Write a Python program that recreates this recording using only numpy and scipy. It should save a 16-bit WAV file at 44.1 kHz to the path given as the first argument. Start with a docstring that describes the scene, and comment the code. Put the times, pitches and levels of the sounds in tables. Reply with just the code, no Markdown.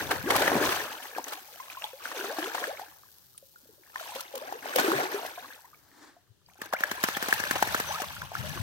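"""A dog lunges and wades through floodwater, then shakes itself, close to two microphone ports.
Each surge folds air into clouds of ringing bubbles fused with noise, and throws spray; slaps shut air pockets.
Hollows gurgle in sliding notes, single bubbles plop, drops tick, sheets smack, and noise foam fizzes.
Filtered noise makes the faint air and a breeze that rumbles at the start and near the end."""
import sys
import numpy as np
from scipy import signal
from scipy.fft import rfft, irfft, next_fast_len
from scipy.io import wavfile
from scipy.ndimage import uniform_filter1d, map_coordinates

SR = 44100
rng = np.random.default_rng(int(sys.argv[2]) if len(sys.argv) > 2 else 0)


def digitize_waveform(pressure):
    """Quantize a signal to 16-bit integers and store it at the path in sys.argv[1].

    Rows of a 2-D input are taken as channels; values are limited to [-1, 1].
    """
    field = np.atleast_2d(pressure).T
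    bounded = np.clip(field, -1, 1)
    quanta = np.round(bounded * 32767).astype(np.int16)
    wavfile.write(sys.argv[1], SR, quanta)


N = 380125

# Breeze level, mean of both ports: [time_s, level_db]
BREEZE_LEVEL = [(0, -51.5), (.7, -49), (1.0, -79), (6.3, -77), (7.2, -62.5), (7.75, -51), (7.95, -58),
                (8.33, -54.5), (8.39, -45.5), (8.62, -44.5)]
# Breeze noise colour: [freq_hz, relative_db]
BREEZE_SPECTRUM = [(20, -43.5), (45, -23.5), (80, -2), (130, -6.5), (180, -9), (280, -28.5), (800, -50.5)]
# Puffs thumping on the microphone: [centre_s, level_db, pitch_hz]
BUFFET_EVENTS = [(6.311, -55, 110), (8.196, -43, 93), (8.405, -38, 126), (8.503, -38.5, 149.2),
                 (8.607, -32.5, 98.8)]
# Still air colour: [freq_hz, relative_db]
AIR_SPECTRUM = [(25, -10), (90, -1.5), (180, -13), (400, -6), (800, -61.5), (3000, -14), (16000, -26.5)]
# Echo decay of the overgrown bank: [freq_hz, t60_s]
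BANK_DECAY = [(200, 0.12), (1500, 1), (12000, 0.033)]
# Difference between the microphone ports: [freq_hz, left_minus_right_db]
PORT_BALANCE = [(90, -6), (300, 1.5), (900, 3), (1350, -1.5), (1700, 6), (2200, -2.5), (3300, 2.5),
                (5300, 2.5), (6400, 12.5), (7400, -1.5), (8600, -10), (10000, -1.5), (12000, 0),
                (14000, 15.5), (16000, -7)]
# Direction of the splashing: [time_s, left_lag_ms]
BEARING_LAG = [(0, -0.1), (2.2, -0.11), (4.9, -0.28), (6, 0.015), (7, 0.19), (8.6, 0.17)]
# Drops striking the surface: [start_s, level_db]
DROP_EVENTS = [(0.362, -12), (1.2404, -32), (1.2814, -29), (1.3321, -24.5), (2.386, -30), (3.378, -39),
               (4.149, -28.5), (4.2056, -21.5), (4.353, -26.5), (4.376, -31.5), (4.758, -14.5),
               (4.797, -18), (5.263, -31), (6.6564, -34), (7.029, -21), (7.336, -19.5)]
# Single bubbles: [start_s, level_db, start_pitch_hz, rise_octaves_per_s]
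PLOP_EVENTS = [(1.133, -38, 1710, -1), (1.242, -27, 6160, -8), (1.485, -46, 860, -3), (1.6, -32, 1013, 4.5),
               (1.771, -32.5, 1013, 6.5), (1.842, -30, 857, -0.5), (1.932, -37.5, 506, 6),
               (2.243, -31, 398, -0.5), (2.384, -27, 332, -6.5), (3.346, -55, 1270, -4),
               (3.378, -32.5, 9770, -3), (3.425, -47, 557, -2.5), (3.559, -43, 1460, -4),
               (3.689, -48, 460, -7.5), (3.957, -33, 1000, 7), (4.009, -32, 700, -11),
               (4.092, -35.5, 820, 3), (4.157, -32.5, 508, 5.5), (4.339, -29.5, 556, -2),
               (4.474, -34, 1600, 0), (4.759, -12, 556, -13), (4.842, -21, 381, 4), (4.88, -19, 334, -1),
               (4.928, -20, 384, 1.5), (4.944, -37.5, 132, 3), (5.033, -30.5, 366, 0.5),
               (5.142, -23, 400, 1.5), (5.16, -36, 1300, 7), (5.377, -33, 683, 6.5),
               (5.644, -46.5, 903, 16), (5.652, -47, 1930, -1), (5.731, -46.5, 1200, 3),
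               (5.745, -48, 2300, -6), (5.915, -51, 1880, -10), (6.165, -49.5, 686, 2.5),
               (6.462, -48, 4730, -2), (7.149, -27, 3300, 0), (8.0, -22, 817, -15.5),
               (8.022, -39.5, 503, 22.5), (8.228, -36.5, 984, 5.5), (8.316, -38, 671, 12.5)]
# Hollows closing behind the dog: [start_s, length_s, level_db, first_pitch_hz, last_pitch_hz]
GURGLE_EVENTS = [(0.235, 0.051, -33.5, 216, 415), (1.188, 0.01, -35, 784, 1110),
                 (1.19, 0.015, -42, 420, 490), (2.116, 0.067, -45.5, 742, 418),
                 (2.193, 0.038, -40.5, 346, 423), (2.281, 0.057, -38.5, 399, 740),
                 (2.423, 0.061, -38.5, 331, 462), (2.613, 0.043, -40.5, 434, 708),
                 (2.671, 0.0475, -36, 427, 800), (2.724, 0.023, -40.5, 498, 627),
                 (2.812, 0.026, -40.5, 683, 916), (4.35, 0.026, -39.5, 565, 500),
                 (4.415, 0.047, -41.5, 523, 810), (4.472, 0.029, -37, 628, 854),
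                 (4.534, 0.033, -40, 433, 500), (4.984, 0.025, -28.5, 590, 806),
                 (5.429, 0.031, -44.5, 945, 1230), (6.743, 0.029, -35, 1242, 2450),
                 (7.891, 0.032, -32.5, 532, 1054), (7.938, 0.026, -36, 1082, 1320),
                 (8.029, 0.016, -41, 890, 1150), (8.44, 0.035, -43.5, 590, 640),
                 (8.543, 0.03, -42.5, 322, 363)]
# Sheets of water landing flat: [start_s, level_db]
SHEET_EVENTS = [(0.108, -21), (0.302, -18), (0.352, -21.5), (0.417, -22.5), (0.469, -26.5), (0.72, -26),
                (1.272, -41), (1.32, -35), (2.048, -46), (2.115, -37.5), (2.544, -28.5), (2.638, -38),
                (4.783, -21), (5.031, -27.5), (7.553, -27.5)]
# Sheet smack colour: [freq_hz, relative_db]
SHEET_SPECTRUM = [(130, -37.5), (320, -3), (800, 5.5), (1700, -1), (2500, -4.5), (6000, -14), (14000, -20)]
# Smooth wave colour: [freq_hz, relative_db]
WASH_SPECTRUM = [(100, -38), (290, 4), (500, -9), (900, -1.5), (1300, -5), (1770, -3), (2600, -18),
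                 (3800, -11.5), (7800, -15), (15000, -34)]
# Slaps that shut an air pocket: [start_s, level_db, pocket_hz]
SLAP_EVENTS = [(0.114, -16.5, 1720), (0.305, -17, 870), (0.356, -12, 774), (0.477, -11, 1890),
               (0.516, -12.5, 706), (0.553, -19.5, 600), (0.565, -11.5, 316), (0.772, -20.5, 1600),
               (1.149, -32, 2480), (1.162, -27, 520), (1.174, -29, 1200), (1.182, -15, 786),
               (1.699, -29.5, 2450), (1.82, -28.5, 2720), (1.832, -33.5, 830), (1.84, -21, 3380),
               (2.054, -20, 1520), (2.114, -24.5, 1110), (2.241, -24, 690), (2.384, -16.5, 770),
               (2.427, -21.5, 1650), (2.548, -20, 920), (2.579, -20.5, 1040), (2.639, -17.5, 1690),
               (2.794, -24, 815), (3.033, -41, 1165), (3.957, -20.5, 1780), (4.523, -18, 790),
               (4.656, -23, 675), (4.759, -16.5, 610), (4.793, -20, 746), (4.916, -11, 1100),
               (5.23, -22.5, 714), (5.249, -20.5, 690), (6.726, -16.5, 1095), (6.735, -10.5, 685),
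               (6.835, -7.5, 1690), (7.325, -4.5, 1707), (7.436, -15.5, 1650), (7.624, -4.5, 827),
               (7.744, -11.5, 1305), (8.217, -22.5, 1490), (8.316, -25, 780), (8.351, -17.5, 1366),
               (8.574, -27, 1130)]
# Wet ears and flanks flapping in the shake: [start_s, level_db]
FLAP_EVENTS = [(6.616, -37.5), (6.733, -32.5), (6.806, -38), (6.914, -31.5), (7.037, -23), (7.085, -33.5),
               (7.168, -31), (7.225, -32), (7.284, -31), (7.326, -33.5), (7.399, -33.5), (7.437, -39.5),
               (7.509, -27.5), (7.624, -28), (7.673, -35), (7.747, -30.5), (7.799, -31), (8.018, -35.5)]
# Shoves of the body: [start_s, hold_s, strength_db, depth (0 skimming to 1 plunging)]
SURGE_EVENTS = [(0.0, 0.01, -36, 0.54), (0.119, 0.01, -35, 0.58), (0.31, 0.18, -30.5, 0.58),
                (0.538, 0.1, -32.5, 0.76), (0.64, 0.11, -33.5, 0.32), (0.808, 0.03, -40, 0.54),
                (0.92, 0.01, -44, 0.34), (1.029, 0.03, -47.5, 0.37), (1.167, 0.01, -46, 0.63),
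                (1.289, 0.05, -46, 0.36), (1.523, 0.14, -57, 0.1), (1.707, 0.02, -51.5, 0.15),
                (1.833, 0.01, -49, 0.17), (2.05, 0.03, -45, 0.26), (2.16, 0.15, -41, 0.36),
                (2.391, 0.08, -40, 0.4), (2.55, 0.11, -41, 0.4), (2.79, 0.01, -49.5, 0.42),
                (3.62, 0.22, -76, 0.85), (3.859, 0.07, -63, 0.3), (3.991, 0.11, -48.5, 0.12),
                (4.16, 0.01, -43.5, 0.3), (4.339, 0.21, -49, 0.47), (4.66, 0.07, -42, 0.47),
                (4.79, 0.01, -30, 0.54), (4.86, 0.15, -33.5, 0.58), (5.121, 0.04, -39.5, 0.53),
                (5.251, 0.01, -43.5, 0.42), (5.369, 0.15, -52.5, 0.37), (6.489, 0.07, -67.5, 0.01),
                (6.639, 0.01, -49.5, 0.44), (6.801, 0.18, -45, 0.36), (7.04, 0.13, -42.0, 0.21),
                (7.231, 0.58, -39.5, 0.24), (7.88, 0.14, -42.5, 0.16), (8.099, 0.14, -49.5, 0.16),
                (8.351, 0.25, -45.5, 0.2)]
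# Bursting foam level: [time_s, level_db]
FOAM_LEVEL = [(0, -46), (2.9, -56), (3.8, -59.5), (5.3, -52.5), (5.9, -64), (6.5, -86), (8.62, -75.5)]
# Foam colour: [freq_hz, relative_db]
FOAM_SPECTRUM = [(1500, -24.5), (4000, -5.5), (6000, -5), (7300, -8.5), (8300, -7.5), (9200, -10),
                 (11000, -6), (13500, 0), (16000, -4)]
# Colours of the bubble clouds, largest bubbles first, each: [freq_hz, relative_db]
GULP_SPECTRUM = [(100, -57.5), (170, -7.5), (240, -3.5), (290, -0.5), (420, 1.5), (600, 0), (1000, -32)]
SLOSH_SPECTRUM = [(200, -42.5), (350, -26), (500, -2.5), (800, 5.5), (1250, 2.5), (1700, 6.5), (2100, -3),
                  (3000, -16)]
SPLATTER_SPECTRUM = [(1200, -27.5), (2100, -0.5), (2600, 2.5), (3800, 0), (5000, -4.5), (6300, -19.5),
                     (8000, -21)]
FIZZ_SPECTRUM = [(2000, -17), (4000, -0.5), (6300, 4.5), (7300, -4.5), (8300, 1.5), (9200, -5.5),
                 (11000, -1.5), (13500, 1.5), (16000, -0.5)]

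TOP_HZ = 15900  # band limit
BUFFET_S = 0.016  # puff centre to 1/e of its level
CHINK_AT_S = 7.875
# ring time of a steady plop at PLOP_HZ; larger bubbles ring longer
PLOP_T60_S, PLOP_HZ, PLOP_SIZE_LAW = 0.07, 715, 0.7
PLOP_DRIVE = .03  # extra share of ring time per octave per s: a rising pocket keeps being squeezed
# depth and knots per s of the trembling; cycles to fall 60 dB after closing
GURGLE_ROUGH, GURGLE_FLUTTER_PER_S, GURGLE_CYCLES = .6, 170, 18
SHEET_S = 0.005  # landing to loudest
WASH_AT_S, WASH_DB, WASH_RISE_DB_PER_S, WASH_FALL_DB_PER_S = 6.05, -51, 86, 145.5
FUSE_LAW = 0.51  # dB of wash per dB of churning: hard surges fuse, gentle ones keep bubbles apart
# contact drives, before the gains in slaps(): slap spray re pocket, slap thud = offset + law * gulp dB
SLAP_SPRAY_DB, SLAP_THUD_DB, SLAP_THUD_LAW = -28, 26, 1.845
FLAP_POCKET_HZ, FLAP_POCKET_DB, FLAP_THUD_DB = 1744, 11, -15.5  # every flap alike; dB re its spray drive
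RISE_DB_PER_S, COLLAPSE_DB_PER_S = 220, 133  # surge build; collapse when the shove ends
WAKE_DB, SETTLE_DB_PER_S = -17.5, 34  # slowly settling wake
LAPPING_DB = -87  # floor of the surge levels: never quite still
# gulp and spray drives of a skimming surge, and gain at full depth: a deep shove throws less spray
GULP_DB, GULP_DEPTH_DB, SPRAY_DB, SPRAY_DEPTH_DB = -28, 36, 2, -15.5
GULP_LINGER, SPRAY_LINGER = 0.81, 1.2  # duration of the dying away re sloshing


def amp(db):
    """Decibels to gain."""
    return 10 ** (np.asarray(db) / 20)


def unit(x):
    """Scale to rms 1."""
    return x / np.sqrt(np.mean(x ** 2) + 1e-20)


def along(points, hz):
    """Read (Hz, value) points on a log frequency axis."""
    f, v = np.transpose(points)
    return np.interp(np.log(hz + 1), np.log(f + 1), v)


def curves(rows):
    """One value per sample for each column after the time."""
    time_s, *columns = np.transpose(rows)
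    return [np.interp(np.arange(N) / SR, time_s, column) for column in columns]


def wobble(knots_per_s):
    """Smooth random curve through normal knots."""
    knots = rng.standard_normal(int(N * knots_per_s / SR) + 4)
    return map_coordinates(knots, [np.arange(N) * knots_per_s / SR])


def filtered(x, response):
    """Multiply the spectrum of x by a response of frequency."""
    size = next_fast_len(N + SR // 2)
    return irfft(rfft(x, size) * response(np.fft.rfftfreq(size, 1 / SR)), size)[..., :N]


def coloured(x, spectrum, size=4096):
    """Causal minimum-phase filter with the given (Hz, dB) spectrum, by folding the cepstrum."""
    gain = amp(along(spectrum, np.fft.rfftfreq(size, 1 / SR)))
    cepstrum = irfft(np.log(gain))
    cepstrum[1:size // 2] *= 2
    cepstrum[size // 2 + 1:] = 0
    impulse = irfft(np.exp(rfft(cepstrum)))
    return signal.oaconvolve(x, impulse[None], axes=1)[:, :N]


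def add(track, start_s, sound):
    """Mix a sound into a stereo track."""
    part = track[:, max(round(start_s * SR), 0):][:, :sound.shape[-1]]
    part += sound[..., :part.shape[1]]


def ages(start_s, t, scatter_ms):
    """Seconds since the splash reached the left and right microphone; the bearing delays one side."""
    scatter = scatter_ms * rng.standard_normal(np.shape(start_s))
    lag_s = (np.interp(start_s, *np.transpose(BEARING_LAG)) + scatter) / 1000
    left = t - np.maximum(lag_s, 0)
    right = t + np.minimum(lag_s, 0)
    return np.maximum(np.array([left, right]), 0)


def bubble(t, hz, t60, rise):
    """Damped air pocket; pitch changes by rise octaves per s, up as it nears the surface."""
    phase = 2 * np.pi * hz * t * (1 + np.log(2) * rise / 2 * t)
    return np.sin(np.float32(phase)) * np.exp(np.float32(-np.log(1000) / t60 * t))


def spatter(t, width_s):
    """Short spray burst: noise under a quick swell and fall, broken into tiny impacts."""
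    burst = t / width_s
    impacts = np.repeat(amp(3.3 * rng.standard_normal(len(t))), 30)[:len(t)]
    return burst * np.exp(-burst) * impacts * rng.standard_normal((2, len(t)))


def rush(spectrum, apart_db):
    """Smooth rms-1 noise from the dog's direction; apart_db sets the part the microphones do not share."""
    lag_ms, = curves(BEARING_LAG)
    n, source = np.arange(N), rng.standard_normal(N)
    shared = np.array([np.interp(n + side * lag_ms * SR / 2000, n, source) for side in (-1, 1)])
    separate = amp(apart_db) * rng.standard_normal((2, N))
    return unit(coloured(shared + separate, spectrum))


def surge_level(offset_db, depth_db, linger):
    """Level in dB of one bubble size: each surge builds, holds, collapses and leaves a settling wake."""
    t = np.arange(0, N / SR, .001)
    start, hold, db, depth = np.transpose(SURGE_EVENTS)[:, :, None]
    before = np.maximum(start - t, 0)
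    after = np.maximum(t - start - hold, 0) / linger
    release_db = np.maximum(-COLLAPSE_DB_PER_S * after, WAKE_DB - SETTLE_DB_PER_S * after)
    each = amp(db + offset_db + depth_db * depth - RISE_DB_PER_S * before + release_db)
    total = np.linalg.norm(each, axis=0) + amp(LAPPING_DB)
    return np.interp(np.arange(N) / SR, t, 20 * np.log10(total))


def slosh_level():
    """Middle-sized bubbles follow surge strength alone."""
    return surge_level(0, 0, linger=1)


def gulp_level():
    """Large bubbles need a deep shove and are gone soonest."""
    return surge_level(GULP_DB, GULP_DEPTH_DB, GULP_LINGER)


def buffets():
    """Each puff shakes the microphone ports for a few slow cycles, slightly out of step."""
    t, out = np.arange(N) / SR, np.zeros((2, N))
    for centre_s, db, hz in BUFFET_EVENTS:
        near = np.abs(t - centre_s) < BUFFET_S * np.pi
        age = t[near] - centre_s
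        phase = 2 * np.pi * hz * age + .5 * rng.standard_normal((2, 1))
        out[:, near] += amp(db) * np.exp(-(age / BUFFET_S) ** 2) * np.sin(phase)
    return out


def outdoors():
    """Faint still air, and a partly shared low rumble of breeze, stronger on the left."""
    breeze_db, = curves(BREEZE_LEVEL)
    eddies = rng.standard_normal((2, N)) + .5 * rng.standard_normal(N)
    rumble = unit(coloured(eddies, BREEZE_SPECTRUM))
    breeze = amp(breeze_db + 2.5 * wobble(14)) * rumble + buffets()
    air = amp(-71.5) * unit(coloured(rng.standard_normal((2, N)), AIR_SPECTRUM))
    return breeze * amp(np.array([[1], [-1]]) * 9.6) + air


def bank(x):
    """The overgrown bank scatters back a short tail: noise decaying at a rate set by frequency."""
    hz, t, z = signal.stft(rng.standard_normal((2, SR // 3)), SR, nperseg=256)
    decay = amp(-60 * t / along(BANK_DECAY, hz)[:, None])
    tail = signal.istft(z * decay, SR, nperseg=256)[1]
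    return signal.fftconvolve(x, tail / np.linalg.norm(tail[0]), axes=1)[:, :N]


def chink(db=-27, hz=6000, t60=0.13):
    """One thin, wavering high ring, perhaps the chain collar."""
    age = np.maximum(np.arange(N) / SR - CHINK_AT_S, 0)
    envelope = amp(db - 60 * age / t60) * (1 - np.exp(-age / 0.013))
    return envelope * np.sin(2 * np.pi * hz * age + wobble(150))


def drops():
    """Thrown drops hit the surface with a bright tick of spatter."""
    out, t = np.zeros((2, N)), np.arange(SR // 30) / SR
    for start_s, db in DROP_EVENTS:
        add(out, start_s, amp(db + 4.0) * spatter(t, width_s=0.0022))
    return coloured(out, [(100, -40.5), (500, -29.5), (3000, 1.5), (8000, -5.5), (14000, -2.0)])


def drips(count=760):
    """Runoff and ripples leave short pips and clear rising notes, a few even in the lulls."""
    slosh_db = slosh_level()
    births = np.cumsum(amp(np.minimum(slosh_db, -54) * .5))
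    out, t = np.zeros((2, N)), np.arange(SR // 16) / SR
    for when, smallness, depth, sustain in rng.random((count, 4)):
        start = np.searchsorted(births, when * births[-1])
        hz = 650 * 9 ** smallness
        db = np.clip(slosh_db[start], -68, -44) + 16 - 5 * smallness - 11 * depth - 5 * sustain
        life = 12 * 3.5 ** sustain / hz
        rise = (1 - smallness) * 0.21 / life  # larger bubbles climb further
        age = ages(start / SR, t, scatter_ms=0.087)
        add(out, start / SR, amp(db) * bubble(age, hz, life, rise) * (1 - np.exp(-age * hz)))
    return out


def plops():
    """Clear bubbles swell within a cycle and ring out alone."""
    out, t = np.zeros((2, N)), np.arange(SR // 6) / SR
    for start_s, db, hz, rise in PLOP_EVENTS:
        t60 = PLOP_T60_S * (PLOP_HZ / hz) ** PLOP_SIZE_LAW * (1 + PLOP_DRIVE * rise)
        age = ages(start_s, t, scatter_ms=.06)
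        swell = 1 - np.exp(-(age * hz) ** 2)
        add(out, start_s, amp(db + 2) * swell * bubble(age, hz, t60, rise))
    return out


def gurgles():
    """A closing hollow rings unbroken: its pitch slides, and trembling walls roughen the note."""
    out, t = np.zeros((2, N)), np.arange(SR // 8) / SR
    flutter = wobble(GURGLE_FLUTTER_PER_S) + 1j * wobble(GURGLE_FLUTTER_PER_S)
    tremble = 1 + GURGLE_ROUGH * flutter
    for start_s, length, db, from_hz, to_hz in GURGLE_EVENTS:
        hz = from_hz * (to_hz / from_hz) ** np.minimum(t / length, 1)
        carrier = np.exp(2j * np.pi * np.cumsum(hz) / SR)
        note = np.imag(carrier * np.resize(tremble[round(start_s * SR):], len(t)))
        swell = 1 - np.exp(-(t * hz) ** 2)
        decay = amp(-60 * np.maximum(t - length, 0) * to_hz / GURGLE_CYCLES)
        add(out, start_s, np.interp(ages(start_s, t, scatter_ms=0.076), t, amp(db) * swell * decay * note))
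    return out


def sheets():
    """Thrown sheets of water land flat in a short, dense smack of noise."""
    level = np.zeros((2, N))
    landing = np.arange(SR // 12) / SR / SHEET_S
    for start_s, db in SHEET_EVENTS:
        add(level, start_s, amp(db) * landing * np.exp(1 - landing))
    return level * rush(SHEET_SPECTRUM, apart_db=0.5) * amp(1.7 * wobble(700))


def wash():
    """Turning round, the dog pushes a smooth noise wave that swells and runs out without breaking."""
    t = np.arange(N) / SR - WASH_AT_S
    swell_db = np.minimum(WASH_RISE_DB_PER_S * t, -WASH_FALL_DB_PER_S * t)
    swell_db = np.minimum(swell_db, -2)  # blunt crest
    return amp(WASH_DB + swell_db + 0.99 * wobble(67)) * rush(WASH_SPECTRUM, apart_db=-1.5)


def contacts():
    """Slaps and flaps as (start_s, pocket_db, pocket_hz, thud_db, spray_db); slaps in deep surges thud most."""
    thud_db = SLAP_THUD_DB + SLAP_THUD_LAW * gulp_level()
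    slapped = [(s, db, hz, thud_db[round(s * SR)], db + SLAP_SPRAY_DB) for s, db, hz in SLAP_EVENTS]
    flapped = [(s, db + FLAP_POCKET_DB, FLAP_POCKET_HZ, db + FLAP_THUD_DB, db) for s, db in FLAP_EVENTS]
    return slapped + flapped


def slaps():
    """Each contact bursts into spray and shuts an air pocket, which shoves the water and rings a few cycles."""
    pockets, thuds, spray = np.zeros((3, 2, N))
    t = np.arange(SR // 12) / SR
    for start_s, db, hz, thud_db, spray_db in contacts():
        age = ages(start_s, t, scatter_ms=0.0091)
        shut_s = start_s + 0.00141  # just after first contact
        ring = bubble(age, hz, t60=0.014, rise=3.8) * np.minimum(age * hz, 1)
        add(pockets, shut_s, amp(db + 2.0) * ring)
        push = age / 0.00048
        add(thuds, shut_s, amp(thud_db + 23.0) * (1 - push) * np.exp(-push) * (age > 0))
        add(spray, start_s - .001, amp(spray_db + 13.5) * spatter(t, width_s=0.0029))
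    thuds = coloured(thuds, [(30, -40.5), (90, -2.5), (200, 12), (900, 7.0), (2500, -27.0), (9000, -37.5)])
    spray = coloured(spray, [(100, -39.5), (400, 1.0), (1600, 10.5), (2600, -0.5), (6000, -1.0),
                             (9000, -6.0), (14000, -3.0)])
    return pockets + thuds + spray


def cloud(level_db, spectrum, low_hz, high_hz, cycles, spread_db, glide, even_s, wash_db, apart_db, count):
    """Bubbles fused with turbulent wash; stronger churning is denser and louder (glide: octaves per life)."""
    births = np.cumsum(amp(level_db * .5) * (level_db > -68))
    start = np.searchsorted(births, rng.random((count, 1)) * births[-1])
    hz = low_hz * (high_hz / low_hz) ** rng.random((count, 1))
    life = cycles / hz * np.exp(.5 * rng.standard_normal((count, 1)))
    strength = hz * amp(spread_db * np.minimum(rng.exponential(size=(count, 1)), 4))
    k = np.arange(int(SR * cycles / low_hz))
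    age = ages(start / SR, k / SR, scatter_ms=.14)
    rings = strength * bubble(age, hz, life, glide / life) * np.minimum(age * hz, 1)
    pair = np.array([np.bincount((start + k).ravel(), side.ravel(), N)[:N] for side in rings])
    bubbles = unit(coloured(pair, spectrum))
    turbulence = unit(rush(spectrum, apart_db) * amp(FUSE_LAW * np.maximum(level_db, -60)))
    water = bubbles + amp(wash_db) * turbulence
    # bubbles of one moment share the surge energy: level out the running power
    width = max(int(even_s * SR), 2)
    power = uniform_filter1d(uniform_filter1d(np.mean(water ** 2, 0), width), width)
    return amp(level_db) * water / np.sqrt(np.abs(power) + 1e-9)


def churn():
    """The dog's body folds air under: deep gulps, sloshing, splatter and fizzing foam."""
    slosh_db = slosh_level()
    gulp_db = gulp_level()
    spray_db = surge_level(SPRAY_DB, SPRAY_DEPTH_DB, SPRAY_LINGER)
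    foam_db, = curves(FOAM_LEVEL)
    # calm water throws hardly any spray
    splatter_db = np.minimum(spray_db + 1.0, 1.7 * spray_db + 42)
    gulp = cloud(gulp_db + 4.5, GULP_SPECTRUM, low_hz=237.6, high_hz=604.5, cycles=12.2, spread_db=1.0,
                 glide=0.16, even_s=0.091, wash_db=-10.0, apart_db=-23.0, count=900)
    slosh = cloud(slosh_db + 2.0, SLOSH_SPECTRUM, low_hz=406.6, high_hz=2477, cycles=21.5, spread_db=3.5,
                  glide=0.4, even_s=0.066, wash_db=-7, apart_db=1.0, count=5000)
    splatter = cloud(splatter_db, SPLATTER_SPECTRUM, low_hz=1900, high_hz=7500, cycles=17, spread_db=4,
                     glide=.08, even_s=.1, wash_db=-4, apart_db=3, count=14000)
    fizz = cloud(spray_db - 0.5, FIZZ_SPECTRUM, low_hz=5270, high_hz=15000, cycles=18, spread_db=2.5,
                 glide=.04, even_s=0.2, wash_db=-4, apart_db=13.5, count=16000)
    crackle = rng.standard_normal((2, N)) * amp(2.9 * wobble(520))
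    foam = amp(foam_db) * unit(coloured(crackle, FOAM_SPECTRUM))
    clumps = amp(1.77 * wobble(110))  # spray lands in clumps
    return gulp + slosh + (splatter + fizz) * clumps + foam


def scene():
    """Water close by, its faint echo and the open air."""
    water = churn() + wash() + sheets() + slaps() + gurgles() + plops() + drips() + drops() + chink()
    echo = amp(-19) * bank(water)
    return water + echo + outdoors()


def record(dry):
    """The two microphone ports colour the sound differently; nothing passes the band limit."""
    def response(hz):
        """Left and right gain at equal total power."""
        ports = amp(np.outer([1, -1], along(PORT_BALANCE, hz)) / 2)
        return ports / np.sqrt(np.mean(ports ** 2, 0)) * (hz < TOP_HZ)
    return filtered(dry, response)


dry = scene()
out = record(dry)
digitize_waveform(out)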